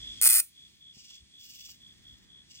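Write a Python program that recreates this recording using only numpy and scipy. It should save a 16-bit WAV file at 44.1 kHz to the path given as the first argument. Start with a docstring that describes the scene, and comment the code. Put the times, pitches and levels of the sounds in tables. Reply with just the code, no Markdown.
"""A yard at night, where an insect flies into a bug zapper. For a fifth of a second the grid arcs:
a volley of sparks on every half-cycle of the mains, ringing in the cage and dying away outdoors,
and the insect pops. A cricket chirps in wing-stroke pulses over a far chorus and a katydid rasps
its file in short phrases, both louder until the zap. Soft bumps and two faint ticks sit in a bed
of low rumble and night hiss."""
import sys
import numpy as np
from scipy import signal
from scipy.fft import rfft, irfft
from scipy.io import wavfile
from scipy.ndimage import uniform_filter1d

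SR = 44100
rng = np.random.default_rng(int(sys.argv[2]) if len(sys.argv) > 2 else 0)


def pcm_store(signal):
    """Save signal as 16-bit PCM."""
    levels = np.round(np.clip(np.atleast_2d(signal), -1, 1) * 32767)
    wavfile.write(sys.argv[1], SR, levels.astype(np.int16).T)


N = 114660
T = np.arange(N) / SR

# tone of the bed's rumble and hiss: f/Hz, level/dB
RUMBLE_EQ = [(20, -32.5), (45, 0), (80, 1.5), (130, -1.5), (200, -1.5), (320, -9), (500, -20), (900, -23.5),
             (1400, -22), (1900, -13), (3000, -34.5), (8000, -56.5)]
HISS_EQ = [(300, -43), (1400, -29.5), (2200, -1), (3000, -3), (4000, 2), (5200, -1), (7000, -3.5),
           (9000, -7), (11000, -20), (15500, -19)]
# their fader rides: t/s, level/dB
RUMBLE_RIDE = [(0, -57), (.2, -59), (.45, -73.5), (.65, -67.5), (.8, -70), (1.6, -69), (2, -63.5),
               (2.35, -63.5), (2.6, -68)]
HISS_RIDE = [(0, -58), (.2, -55), (.45, -66), (.7, -62.5), (.8, -68), (1.3, -65), (1.85, -65), (2.35, -68),
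             (2.6, -63.5)]
# fader ride on katydid and crickets, ducking after the zap: t/s, gain/dB
INSECT_RIDE = [(.2, 11), (.3, 11), (.47, -8), (.58, -2)]

# katydid phrases: first stroke/s, last stroke/s, end level before the ride/dB, sizzle/dB, stroke depth/0-1
KATYDID_PHRASES = [(-.02, .18, -68, -23, 0.04), (0.565, .8, -76.5, 3, 0.34), (0.96, 1.153, -52, -12, 0.31),
                   (1.424, 1.707, -48.5, -3, .35), (1.807, 2.237, -67.5, -5, 0.5),
                   (2.514, 2.661, -52, -13, 0.36)]
# tone of the rasp and of the sizzle above it: f/Hz, level/dB
RASP_EQ = [(300, -55), (1500, -45), (2300, -9.5), (3000, -2), (4000, -4.5), (5000, 4), (6200, -2.5),
           (7600, -5.5), (9500, -18.5), (12000, -42), (15500, -26)]
SIZZLE_EQ = [(8000, -25.5), (11500, -37), (13000, 10.5), (15500, 8)]
# resonances of the katydid's wings: f/Hz, width/Hz, boost/dB
WING_MODES = [(2860, 70, 10), (5210, 60, 4), (5500, 120, -5), (5770, 90, 6), (6150, 50, 6), (7290, 60, 6),
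              (7770, 70, 5), (8820, 90, 4), (10200, 120, 6)]
# cricket chirps: middle/s, level before trim and ride/dB, f/Hz
CRICKET_CHIRPS = [(.075, -48, 3410), (.2, -56, 3320), (.33, -51, 3400), (.613, -47, 3410),
                  (.875, -45.5, 3410), (1.145, -47, 3400), (1.395, -47, 3400), (1.625, -47.5, 3410),
                  (1.865, -47.5, 3400), (2.1, -47.5, 3380), (2.36, -46.5, 3400), (2.63, -47, 3400)]
# soft, close bumps: t/s, level/dB, f/Hz, half-length/s
SOFT_BUMPS = [(.022, -57, 45, .05), (.1, -55, 48, .028), (.258, -54, 65, .016), (.973, -51.5, 150, .0045),
              (1.232, -59.5, 65, .017), (2.136, -56.5, 72, .014)]

# strength of the arc, which nearly fails once: t/s, level/dB
ARC_STRENGTH = [(.215, 1), (.225, 0), (.25, 0), (.274, 4.5), (.282, -9.5), (.289, -0.5), (.32, -1),
                (.357, -0.5), (.368, -3), (.4, 0)]
# how far the voltage carries each volley: t/s, sparks/volley
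VOLLEY_SIZE = [(.215, 1), (.224, 3), (.266, 3.6), (.276, 2.6), (.31, 3.2), (.335, 2.8), (.4, 2.6)]
# tone of one spark: f/Hz, level/dB
SPARK_EQ = [(60, -25), (450, -39.5), (800, -23.5), (1500, -12), (2600, -4), (3400, -16), (4000, -7.5),
            (5000, -5.5), (6500, -4), (8500, 5), (10300, 10.5), (12000, -11), (13500, 8.5), (15500, 0)]
# resonances of the cage and hood: f/Hz, width/Hz, boost/dB
CAGE_MODES = [(810, 55, 11), (1370, 40, 15), (1950, 70, 6), (2490, 45, 10), (2950, 90, 5), (3630, 70, 8),
              (4380, 50, 14), (4680, 110, 6), (5250, 95, 4), (5920, 120, 2), (7600, 50, 3), (8540, 60, 7),
              (8800, 35, 2), (9880, 55, 2), (10100, 55, 2), (14500, 50, 4), (14970, 50, 3)]
# midrange snap of the pop and the ticks: f/Hz, level/dB
POP_EQ = [(60, -6), (300, -35), (600, 5), (1300, 8.5), (2200, 1), (5000, -26.5)]
# faint ticks: t/s, level/dB
FAINT_TICKS = [(1.108, -71.5), (1.688, -67.5)]

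BURST_WIDTH, NIGHT_WIDTH = .96, .67  # stereo width, see noise()


def from_db(db):
    """Decibels to gain."""
    return 10 ** (np.asarray(db) / 20)


def rms_one(x):
    """Scale to rms 1."""
    return x / np.sqrt(np.mean(x ** 2) + 1e-20)


def curve(rows, t=T):
    """Read a table of (t/s, value) at times t."""
    return np.interp(t, *np.transpose(rows))


def eq(x, points):
    """Minimum-phase EQ through the points; white noise keeps its power."""
    hz, db = np.transpose(points)
    bin_hz = np.arange(N + 1) * SR / (2 * N)
    gain = rms_one(from_db(np.interp(np.log(bin_hz + 1), np.log(hz), db)))
    cepstrum = irfft(np.log(gain))[:N] * np.where(np.arange(N) == 0, 1, 2)
    return irfft(rfft(x, 2 * N) * np.exp(rfft(cepstrum, 2 * N)))[..., :N]


def resonate(x, hz, width_hz):
    """Resonant band-pass with gain 1 at its peak."""
    return signal.lfilter(*signal.iirpeak(hz, hz / width_hz, fs=SR), x + 1e-18)


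def boost(x, modes):
    """One bell filter for each resonance of a body."""
    for hz, width_hz, db in modes:
        x = x + (from_db(db) - 1) * resonate(x, hz, width_hz)
    return x


def noise(width):
    """Stereo white noise; width is the gain of each side's own noise against the shared centre."""
    return rms_one(rng.standard_normal(N) + width * rng.standard_normal((2, N)))


def narrow_noise(hz, band_hz, width):
    """Stereo noise around one pitch; rms 1."""
    return rms_one(resonate(resonate(noise(width), hz, band_hz), hz, band_hz))


def burst(start_s, t60_s):
    """Noise with a hard attack and an exponential decay."""
    return noise(BURST_WIDTH) * (T >= start_s) * from_db(-60 * np.maximum(T - start_s, 0) / t60_s)


def night_air():
    """The bed: far rumble and the hiss of far insects."""
    rumble = from_db(curve(RUMBLE_RIDE)) * eq(noise(width=1.2), RUMBLE_EQ)
    hiss = from_db(curve(HISS_RIDE)) * eq(noise(NIGHT_WIDTH), HISS_EQ)
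    return rumble + hiss


def katydid(teeth_per_s=1100, stroke_s=.0508, swell_db_per_s=7.5, fade_s=.024):
    """A file of teeth clicks against the ringing wings, in phrases that swell towards their end."""
    teeth = rms_one((rng.random(N) < teeth_per_s / SR) * rng.choice([-1, 1], N))
    smeared = teeth + .6 * noise(width=6)
    rasp = rms_one(boost(eq(smeared, RASP_EQ), WING_MODES))
    sizzle = eq(noise(NIGHT_WIDTH), SIZZLE_EQ)
    out = 0
    for first, last, db, sizzle_db, depth in KATYDID_PHRASES:
        outside_s = np.maximum(0, np.maximum(first - T, T - last - fade_s / 2))
        strokes = 1 + depth * np.cos(2 * np.pi * (T - last) / stroke_s)
        swell = from_db(db + swell_db_per_s * np.minimum(T - last, 0))
        out += swell * np.exp(-outside_s / fade_s) * strokes * (rasp + from_db(sizzle_db) * sizzle)
    return out


def crickets(strokes_per_s=69, sag_hz=155, chirp_s=.132, trim_db=-2.5, spread_db=1, spread_hz=18):
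    """A near cricket, its tone pulsing and sagging in pitch with each wing stroke, over a far chorus."""
    scrape = .35 * narrow_noise(3380, band_hz=300, width=1.6)
    near = 0
    for middle_s, db, hz in CRICKET_CHIRPS:
        stroke, phase = np.divmod(T * strokes_per_s + rng.random(), 1)
        per_stroke = rng.standard_normal((400, 2))[stroke.astype(int)]  # no two strokes alike
        louder, sharper = uniform_filter1d(per_stroke.T, size=200)
        pitch_hz = hz + spread_hz * sharper + sag_hz * (.5 - phase)
        tone = np.sqrt(2) * np.sin(2 * np.pi * np.cumsum(pitch_hz) / SR)
        fade_db = -9 * (2 * (T - middle_s) / chirp_s) ** 4
        pulses = 1 - .7 * np.cos(np.pi * phase) ** 2
        near += from_db(trim_db + db + spread_db * louder + fade_db) * pulses * (tone + scrape)
    chorus = from_db(-65) * narrow_noise(3380, band_hz=340, width=NIGHT_WIDTH)
    return near + chorus


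def bumps():
    """Dull bumps: a few low cycles each, roughened with noise."""
    out = 0
    for at_s, db, hz, half_s in SOFT_BUMPS:
        thud = np.cos(2 * np.pi * hz * (T - at_s)) + .5 * narrow_noise(hz, 1.546 * hz, NIGHT_WIDTH)
        out += from_db(db) * np.exp(-((T - at_s) / half_s) ** 2) * thud
    return out


def sparks(start_s=.2149, end_s=.402, volleys_per_s=120, recharge_s=.0018, jitter_s=.00024):
    """Each mains half-cycle breaks the gap down, and again each time the grid has recharged."""
    trim_db, restrike_loss_db, spread_db = 1.5, 1.2, 1.3
    clicks = np.zeros(N)
    for volley_s in np.arange(start_s, end_s, 1 / volleys_per_s):
        chance = rng.standard_normal((6, 2))
        at_s = volley_s + jitter_s * chance[0, 0]
        count = int(round(curve(VOLLEY_SIZE, volley_s)))
        volley_db = trim_db + curve(ARC_STRENGTH, volley_s)
        for restrike, (later, louder) in enumerate(chance[1:1 + count]):
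            clicks[int(at_s * SR)] += from_db(volley_db - restrike_loss_db * restrike + spread_db * louder)
            at_s += recharge_s * np.exp(.22 * later)
    return clicks


def reverb(x, predelay_s, t60_s):
    """Diffuse stereo reflections of a mono sound, wet only."""
    return signal.fftconvolve(x[None], rms_one(burst(predelay_s, t60_s)))[:, :N] / np.sqrt(N)


def zap():
    """The sparks arrive directly, scattered by the ringing cage, and as a short outdoor tail."""
    clicks = sparks()
    cage = from_db(-2) * reverb(clicks, predelay_s=.0005, t60_s=.033)
    yard = from_db(-14.5) * reverb(clicks, predelay_s=.006, t60_s=.2)
    return eq(boost(clicks + cage, CAGE_MODES) + yard, SPARK_EQ)


def insect_pop():
    """The insect pops in the arc: one tight midrange snap."""
    return from_db(-26) * eq(burst(start_s=.261, t60_s=.016), POP_EQ)


def ticks():
    """Faint, dry ticks of fast-fading noise."""
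    return sum(from_db(db) * eq(burst(at_s, t60_s=.076), POP_EQ) for at_s, db in FAINT_TICKS)


def delay_right(x, lag_s):
    """The right side is delayed slightly against the left."""
    delay = np.exp(-1j * np.pi * np.arange(N + 1) * SR / N * lag_s)
    return np.array([x[0], irfft(rfft(x[1], 2 * N) * delay)[:N]])


def scene():
    """The mix: zapper, crickets and the rest of the night, each with its right side trailing the left by a
    fraction of a millisecond."""
    ride = from_db(curve(INSECT_RIDE))
    night = ride * katydid() + ticks() + bumps() + night_air()
    zapper = zap() + insect_pop()
    return delay_right(zapper, .00013) + delay_right(ride * crickets(), .0001) + delay_right(night, .000115)


def record(dry, allpass_hz=562, allpass_q=2.57, cutoff_hz=15850):
    """The master: an all-pass turns the left side's phase, and a steep low-pass trims the top."""
    left = dry[0] - 2 * resonate(dry[0], allpass_hz, allpass_hz / allpass_q)
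    low_pass = signal.firwin(301, cutoff_hz, window="blackman", fs=SR)
    return signal.fftconvolve(np.array([left, dry[1]]), low_pass[None], "same")


dry = scene()
out = record(dry)
pcm_store(out)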